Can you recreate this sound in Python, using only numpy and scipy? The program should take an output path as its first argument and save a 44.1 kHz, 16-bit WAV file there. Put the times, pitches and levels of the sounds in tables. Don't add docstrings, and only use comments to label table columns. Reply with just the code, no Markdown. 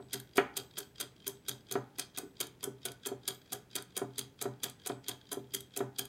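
import sys
import numpy as np
from scipy import signal
from scipy.fft import rfft, irfft
from scipy.io import wavfile

SR = 44100
rng = np.random.default_rng(int(sys.argv[2]) if len(sys.argv) > 2 else 0)


def inscribe(sig):
    pcm = np.round(np.clip(np.atleast_2d(sig).T, -1, 1) * 32767)
    wavfile.write(sys.argv[1], SR, pcm.astype(np.int16))


N = 268128


# pitch in Hz, relative level in dB per Hz.
HUSH_COLOUR = [(15, -39), (25, -3.5), (124, 7.5), (339, 0.5), (399, 2), (524, -6), (1430, -17),
               (1550, -14.5), (2820, -18.5), (3230, -21.5), (4240, -22), (14000, -28.5), (16500, -26)]
HUSH_DB = -62.5

# start in seconds, lower ring in dB, upper ring in dB (both before the swell).
RING_STARTS = [(0, -65, -85), (0.146, -67, -57), (0.371, -76, -67), (0.583, -61, -59), (0.791, -60, -60),
               (1.015, -63, -71), (1.282, -57, -67), (1.498, -63, -63), (1.727, -70, -66),
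               (1.998, -70, -82), (2.189, -60, -62), (2.418, -75, -68), (2.643, -75, -69),
               (2.867, -73, -84), (3.074, -72, -74), (3.292, -61, -54), (3.535, -69, -68),
               (3.768, -67, -75), (3.982, -75, -66), (4.196, -74, -69), (4.428, -69, -68),
               (4.647, -59, -74), (4.875, -57, -84), (5.098, -69, -66), (5.33, -73, -62), (5.551, -58, -63),
               (5.778, -70, -73)]
LOWER_HZ, UPPER_HZ = 7981, 13558
LOWER_FADE_S, UPPER_FADE_S = .45, .45
SWELL_S, STILL_S = .02, .23

# pitch in Hz, relative level in dB, fade time in seconds.
TABLE_TONES = [(299, -1.5, 0.21), (394.3, 9.5, 0.12), (406.3, 0, 0.2), (438, -3, 0.19), (484, -13, 0.2),
               (582, -5, 0.17), (691, -9.5, 0.095), (718, -7.5, 0.052), (802, -23, 0.67), (871, -25, 0.96),
               (902, -34, 0.89)]
# pitch in Hz, relative level in dB, fade time in seconds.
BOARD_TONES = [(253, -1, 0.24), (450, -32, 0.11), (700, 2.5, 0.074), (1050, -10, 0.12), (1530, 1, 0.076),
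               (2080, -7, 0.071), (2500, 1.5, 0.044), (3600, -13, 0.044), (4925, -17.5, 0.04)]
# pitch in Hz, relative level in dB, fade time in seconds.
BASE_TONES = [(699, 5.5, 0.037), (1050, -0.5, 0.038), (1340, -25.5, 0.081), (1914, 6, 0.04),
              (2927, -21, 0.042), (3270, 6, 0.039)]
BOARDS_DB, BASE_DB = -2, -9.5
# pitch in Hz, width in Hz, relative level in dB.
ROOM_BOOMS = [(126.1, 10, -1), (217.8, 16.4, -8), (275.7, 14.7, -6), (301.3, 41, -15)]

# start in seconds, level in dB, hardness in Hz, room boom in dB against the level.
FRAME_THUDS = [(0.0, -47.5, 930, -3.5), (0.3808, -21, 3600, -30), (1.7545, -29, 1300, -12.5),
               (2.2327, -42, 450, -16), (2.674, -38, 545, -8.5), (3.116, -36.5, 700, -13.5),
               (4.0166, -32.5, 920, -9), (4.4551, -34, 1050, -7.5), (4.8987, -33, 1120, -10.5),
               (5.3709, -36, 570, -10.5), (5.805, -31, 1134, -10)]
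SHUDDER_HZ, TICK_SHUDDER_MS, TOCK_SHUDDER_MS, THUD_MS = 1420, 31.4, 24.5, 0.046

# start in seconds, slip level in dB, slip length in ms, landing delay in ms,
# landing level in dB, landing length in ms, rebound delay in ms, rebound level in dB,
# click delay in ms, click level in dB, shudder level in dB, room boom in dB against the shudder.
FORWARD_BEATS = [(0.1305, -31, 5.2, 7.2, -31, 5.1, 25.4, -42.5, 69.2, -34.5, -42, -3.5),
                 (0.567, -30, 4.3, 5.7, -27.5, 3.7, 31.4, -42, 67.3, -52, -42.5, -10),
                 (0.9991, -35.5, 7.9, 9.0, -31, 6.1, 26.6, -40.5, 68.0, -70, -45, -7),
                 (1.4827, -30.5, 5, 8.6, -27.5, 3.3, 30, -38.5, 68.0, -70, -46, -0.5),
                 (1.9834, -38.5, 7.1, 11.4, -24, 2, 30, -41, 68.0, -70, -45, -14.5),
                 (2.402, -30.5, 5.6, 7.4, -26.5, 3.9, 27, -39, 67, -39.5, -41, -8.5),
                 (2.852, -30.5, 5.3, 7.4, -29.5, 2.1, 31.5, -40, 65.5, -38, -41.5, -7.5),
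                 (3.2766, -28.5, 6.1, 7.6, -26.5, 2.9, 28.5, -37.5, 70.4, -46, -42, -10),
                 (3.753, -30.5, 5, 8.1, -24.5, 1.35, 29.8, -37.5, 70, -36, -41.5, -9),
                 (4.1807, -31, 4.4, 9.6, -26, 2.5, 30.1, -39.5, 81, -73, -45.5, -2),
                 (4.6325, -30, 5.3, 7.3, -26, 2.9, 27, -42, 65, -35.5, -43, -7.5),
                 (5.0833, -25, 0.92, 5.1, -33, 6.8, 29, -38.5, 68.0, -70, -42.5, -7),
                 (5.5359, -37, 10.7, 10, -26.5, 4.3, 30.8, -39, 70, -35, -43.5, -5),
                 (5.9843, -33, 6.2, 7.2, -25, 3.4, 27.5, -42, 69.1, -35.5, -43.5, -7)]
# start in seconds, slip level in dB, slip length in ms, landing delay in ms,
# landing level in dB, landing length in ms, landing brightness in dB, snap delay in ms,
# snap level in dB, rebound level in dB, shudder level in dB, room boom in dB against the shudder.
RETURN_BEATS = [(0.3554, -45.5, 8.4, 14.1, -32.5, 4.3, 3.5, 21, -25, -60, -46, -28),
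                (0.7753, -42.5, 13.5, 5.3, -36, 10.2, 14, 10.5, -26.5, -41.5, -43, -16.5),
                (1.2666, -36.5, 5.4, 9.5, -36, 2.3, 10, 11.5, -20.5, -47.5, -40.5, -13),
                (1.7112, -36, 5.4, 10.9, -25.5, 0.81, 11, 13.5, -27.5, -43.5, -42.5, -7),
                (2.1731, -36, 5.9, 10.7, -25.5, 1.3, 14, 14, -50, -64, -42, -20),
                (2.6287, -39, 3.5, 10.5, -27.5, 0.88, 7, 12.7, -24, -66, -42.5, -6),
                (3.0586, -36.5, 7.2, 9.3, -29.5, 1.8, 39, 13, -26, -44, -39.5, -16.5),
                (3.5205, -37, 4.2, 7.4, -31, 6.8, 12, 12, -45, -47, -42, -8.5),
                (3.9661, -27.5, 1.6, 8.3, -26.5, 2.4, 11.5, 11.3, -25, -48.5, -41, -26),
                (4.4132, -33.5, 5.7, 9.7, -28, 1.8, 30, 11.6, -26.5, -46, -41, -10),
                (4.8599, -37.5, 5.4, 10.4, -29.5, 4, 13.5, 16, -30, -48, -43.5, -35),
                (5.3149, -37, 7.5, 11.3, -33.5, 2.3, 9, 15, -25, -47, -40, -24),
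                (5.7626, -35.5, 3.9, 9.8, -27, 1.3, 17, 10.8, -25.5, -44, -39.5, -15)]
# start in seconds, level in dB.
TRAIN_TAPS = [(0.024, -59.5), (0.085, -63), (0.097, -60), (0.1083, -52), (0.122, -49), (0.174, -52),
              (0.3328, -55.5), (0.5399, -58), (0.586, -43), (0.7095, -55), (0.737, -55), (0.7566, -53),
              (0.7698, -39), (0.8278, -49.5), (0.957, -51), (0.9817, -47), (0.9945, -51), (1.037, -49),
              (1.163, -58), (1.201, -56), (1.22, -57), (1.243, -53.5), (1.265, -43), (1.4516, -59),
              (1.4627, -52), (1.5237, -52), (1.607, -60.5), (1.6673, -57), (1.686, -53.5), (1.694, -49.5),
              (1.753, -50), (1.9587, -57.5), (2.0218, -42), (2.1474, -50.5), (2.1533, -54), (2.1617, -44.5),
              (2.368, -53), (2.3814, -60), (2.6068, -52.5), (2.817, -59), (2.8306, -50), (3.0335, -48),
              (3.052, -37), (3.233, -54), (3.254, -49.5), (3.416, -56.5), (3.459, -58), (3.4756, -59),
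              (3.4941, -59), (3.5025, -54), (3.5571, -51), (3.712, -52.5), (3.7306, -49.5), (3.905, -59),
              (3.9225, -60), (3.955, -50), (4.105, -62), (4.134, -60), (4.1457, -61), (4.158, -51),
              (4.39, -50), (4.4035, -55), (4.601, -57.5), (4.6827, -47), (4.797, -55), (4.817, -54),
              (4.836, -55), (4.8523, -46), (4.8941, -42.5), (4.9175, -48), (5.042, -50.5), (5.0536, -61),
              (5.063, -48), (5.212, -52), (5.2538, -60), (5.269, -54.5), (5.2907, -52.5), (5.5066, -57.5),
              (5.5205, -53), (5.7196, -60), (5.738, -48.5), (5.746, -52), (5.805, -52), (5.9607, -49.5),
              (6.027, -52)]

TICK_SLIP_DB, TICK_LANDING_DB, TICK_REBOUND_DB, CLICK_DB = 6, 6.5, -37, 8.5
TOCK_SLIP_DB, SNAP_DB, TOCK_REBOUND_DB, TAP_DB = 4.5, 26.5, 0, -20
BODY_LIFT_DB = 4.0
TICK_REBOUND_MS, CLICK_MS, SNAP_MS, TOCK_REBOUND_MS, TAP_MS = 1.85, 0.31, 0.3, 3.3, 2
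TOCK_REBOUND_DELAY_MS = 27

# pitch in Hz, width in Hz, relative level in dB.
FRAME_PEAKS = [(1630, 88, -0.5), (1900, 170, -10.5), (2565, 110, -6.5), (3114, 91, 1.5), (3268, 200, 10),
               (3800, 290, 5.5), (4184, 300, -11), (4380, 25, -7), (4824, 200, 3)]
# pitch in Hz, width in Hz, relative level in dB.
WHEEL_PEAKS = [(6040, 510, 23.5), (8500, 240, 21.5), (8950, 150, -16), (7800, 1100, 3), (10940, 1600, 19.5),
               (10370, 990, 19), (12100, 530, 19), (12940, 700, 25), (15400, 600, -5)]
# pitch in Hz, level in dB against the contact, fade time in seconds.
SINGING_PART = [(3280, -63, .25)]

# pitch in Hz, fade time in seconds.
ROOM_FADES = [(200, 0.39), (530, 0.23), (1400, 0.35), (3700, 0.26), (6500, 0.24), (9700, 0.17),
              (15000, 0.13)]

EDGE_HZ = 16050


def gain_of(db):
    return 10 ** (np.asarray(db) / 20)


def unit(x):
    return x / np.sqrt(np.sum(x ** 2) + 1e-20)


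def read(points, hz):
    table_hz, value = np.transpose(points)
    return np.interp(np.log(hz + 1), np.log(table_hz + 1), value)


def add(mix, start_s, sound):
    part = mix[round(start_s * SR):][:len(sound)]
    part += sound[:len(part)]


def ringing(modes, size):
    t = np.arange(size) / SR
    return sum(gain_of(db - 60 * t / fade_s) * np.sin(2 * np.pi * hz * t) for hz, db, fade_s in modes)


def hush():
    hz = np.fft.rfftfreq(N, 1 / SR)
    spectrum = rfft(rng.standard_normal(N)) * gain_of(read(HUSH_COLOUR, hz))
    return gain_of(HUSH_DB) * np.sqrt(N) * unit(irfft(spectrum, N))


def rings():
    out = np.zeros(N)
    t = np.arange(round(STILL_S * SR)) / SR
    shape = (1 - np.exp(-t / SWELL_S)) * np.sqrt(1 - t / STILL_S)
    for start_s, lower_db, upper_db in RING_STARTS:
        tones = [(LOWER_HZ, lower_db, LOWER_FADE_S), (UPPER_HZ, upper_db, UPPER_FADE_S)]
        add(out, start_s, shape * ringing(tones, len(t)))
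    return out


def boards(size, count=400):
    table_hz, db, fade_s = np.transpose(BOARD_TONES)
    steps = (np.arange(count) + rng.random(count)) / count
    hz = table_hz[0] + (table_hz[-1] - table_hz[0]) * steps
    modes = np.c_[hz, read(np.c_[table_hz, db], hz), read(np.c_[table_hz, fade_s], hz)]
    up = rng.random(count) < .5
    return unit(ringing(modes[up], size) - ringing(modes[~up], size))


def pushes():
    rows = [(s, db, SHUDDER_HZ, TICK_SHUDDER_MS, boom_db) for s, *_, db, boom_db in FORWARD_BEATS]
    rows += [(s, db, SHUDDER_HZ, TOCK_SHUDDER_MS, boom_db) for s, *_, db, boom_db in RETURN_BEATS]
    rows += [(s, db, hard_hz, THUD_MS, boom_db) for s, db, hard_hz, boom_db in FRAME_THUDS]
    return rows


def table():
    t = np.arange(SR // 3) / SR
    wood = unit(ringing(TABLE_TONES, len(t))) + gain_of(BOARDS_DB) * boards(len(t))
    base = gain_of(BASE_DB) * unit(ringing(BASE_TONES, len(t)))
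    boom = np.zeros(len(t))
    for hz, width_hz, db in ROOM_BOOMS:
        slow_swell = t * np.exp(-np.pi * width_hz * t)
        boom += gain_of(db) * unit(slow_swell * np.sin(2 * np.pi * hz * t))

    out = np.zeros(N)
    for start_s, db, hard_hz, length_ms, boom_db in pushes():
        shake = rng.standard_normal(3000)
        clean = np.exp(-length_ms)
        force = (clean + (1 - clean) * shake) * np.exp(-t[:3000] * 1000 / length_ms)
        softener = signal.butter(2, [230, hard_hz], "band", fs=SR, output="sos")
        force = signal.sosfilt(softener, force)
        struck = unit(signal.fftconvolve(force, wood + clean * base)[:len(t)])
        level = gain_of(db) * np.sqrt(.016 * SR)
        add(out, start_s, level * (struck + gain_of(boom_db) * boom))
    return out


def contacts():
    rows = [(s, db, TAP_DB, TAP_MS) for s, db in TRAIN_TAPS]
    for s, slip_db, slip_ms, land, land_db, land_ms, back, back_db, click, click_db, *_ in FORWARD_BEATS:
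        rows += [(s, slip_db, TICK_SLIP_DB, slip_ms),
                 (s + land / 1e3, land_db, TICK_LANDING_DB, land_ms),
                 (s + back / 1e3, back_db, TICK_REBOUND_DB, TICK_REBOUND_MS),
                 (s + click / 1e3, click_db, CLICK_DB, CLICK_MS)]
    for s, slip_db, slip_ms, land, land_db, land_ms, bright_db, snap, snap_db, back_db, *_ in RETURN_BEATS:
        rows += [(s, slip_db, TOCK_SLIP_DB, slip_ms),
                 (s + land / 1e3, land_db, bright_db, land_ms),
                 (s + snap / 1e3, snap_db, SNAP_DB, SNAP_MS),
                 (s + TOCK_REBOUND_DELAY_MS / 1e3, back_db, TOCK_REBOUND_DB, TOCK_REBOUND_MS)]
    return rows


def metal(peaks, lo_hz, hi_hz, tick_db, spot_db):
    t = np.arange(2048) / SR
    resonances = np.zeros(len(t))
    for k, (hz, width_hz, db) in enumerate(peaks):
        strength = gain_of(db + spot_db * rng.standard_normal()) * np.sqrt(width_hz)
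        fade = np.exp(-np.pi * width_hz * t)
        resonances += (-1) ** k * strength * fade * np.sin(2 * np.pi * hz * t)
    band = signal.butter(4, [lo_hz, hi_hz], "band", fs=SR, output="sos")
    tick = signal.sosfilt(band, t == 0)
    return unit(unit(resonances) + gain_of(tick_db) * unit(tick))


def clockwork():
    lead = 700
    t_ms = (np.arange(1600) - lead) / SR * 1000
    hits = contacts()
    chatter = rng.standard_normal((len(hits), 2, 1600))
    chatter *= gain_of(3.7 * rng.standard_normal((len(hits), 1, 1600)))
    bodies = [metal(FRAME_PEAKS, 900, 7300, -8.5, 2.4) for _ in range(8)]
    wheels = [metal(WHEEL_PEAKS, 5500, 14800, 4, 1.5) for _ in range(8)]
    slide = (t_ms < 0) * np.exp(t_ms / 6.9)

    out, drive = np.zeros(N), np.zeros(N)
    for k, (contact_s, db, bright_db, length_ms) in enumerate(hits):
        dull, sharp = chatter[k]
        swell = np.maximum(1 - np.exp(-t_ms / (0.15 * length_ms)), 0)
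        shape = swell / (1 + np.exp((t_ms - length_ms) / 1.85))
        body_level = gain_of(db) * np.sqrt(np.sum(shape ** 2) / (1 + gain_of(2 * bright_db)))
        wheel_level = body_level * gain_of(bright_db)
        low = dull * (shape + gain_of(-16) * slide)
        high = sharp * (shape + gain_of(-32) * slide)
        body_sound = unit(signal.fftconvolve(low, bodies[k % 8]))
        wheel_sound = unit(signal.fftconvolve(high, wheels[k % 8]))
        start_s = contact_s - lead / SR
        add(out, start_s, body_level * gain_of(BODY_LIFT_DB) * body_sound)
        add(out, start_s, wheel_level * wheel_sound)
        add(drive, start_s, wheel_level * unit(sharp * shape))

    moments = rng.random(N) < 130 / SR
    creep_db = -62.0 + 5.0 * np.minimum(rng.exponential(1, N), 4)
    creep = moments * gain_of(creep_db) * rng.choice([-1., 1.], N)
    out += signal.fftconvolve(creep, bodies[0])[:N]
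    singing = signal.fftconvolve(drive, ringing(SINGING_PART, SR // 2))[:N]
    return out + singing


def room(x, count=3):
    out = np.zeros(N)
    turn = np.pi * np.arange(N) / SR / .7
    for k in range(count):
        echoes = np.zeros(SR // 2)
        at = np.arange(80, len(echoes) - 12, 12)
        spots = at + rng.integers(0, 12, len(at))
        signs = rng.choice([-1., 1.], len(at))
        echoes[spots] = signs
        hz, t, bands = signal.stft(echoes, SR, nperseg=256)
        fade = gain_of(-60 * t / read(ROOM_FADES, hz)[:, None])
        tail = signal.istft(bands * fade, SR, nperseg=256)[1]
        share = np.sqrt(2 / count) * np.cos(turn + np.pi * k / count)
        out += signal.fftconvolve(x * share, unit(tail))[:N]
    return out


def scene():
    ticks, wood = clockwork(), table()
    echoes = room(gain_of(-11.0) * ticks + gain_of(-9.0) * wood)
    return (ticks + rings() + wood + echoes + hush())[None]


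def record(dry):
    bass_cut = signal.butter(2, 45, "high", fs=SR, output="sos")
    thin = signal.sosfilt(bass_cut, dry)
    treble_cut = signal.firwin(255, EDGE_HZ, window=("kaiser", 9), fs=SR)
    return signal.oaconvolve(thin, treble_cut[None], "same")


dry = scene()
out = record(dry)
inscribe(out)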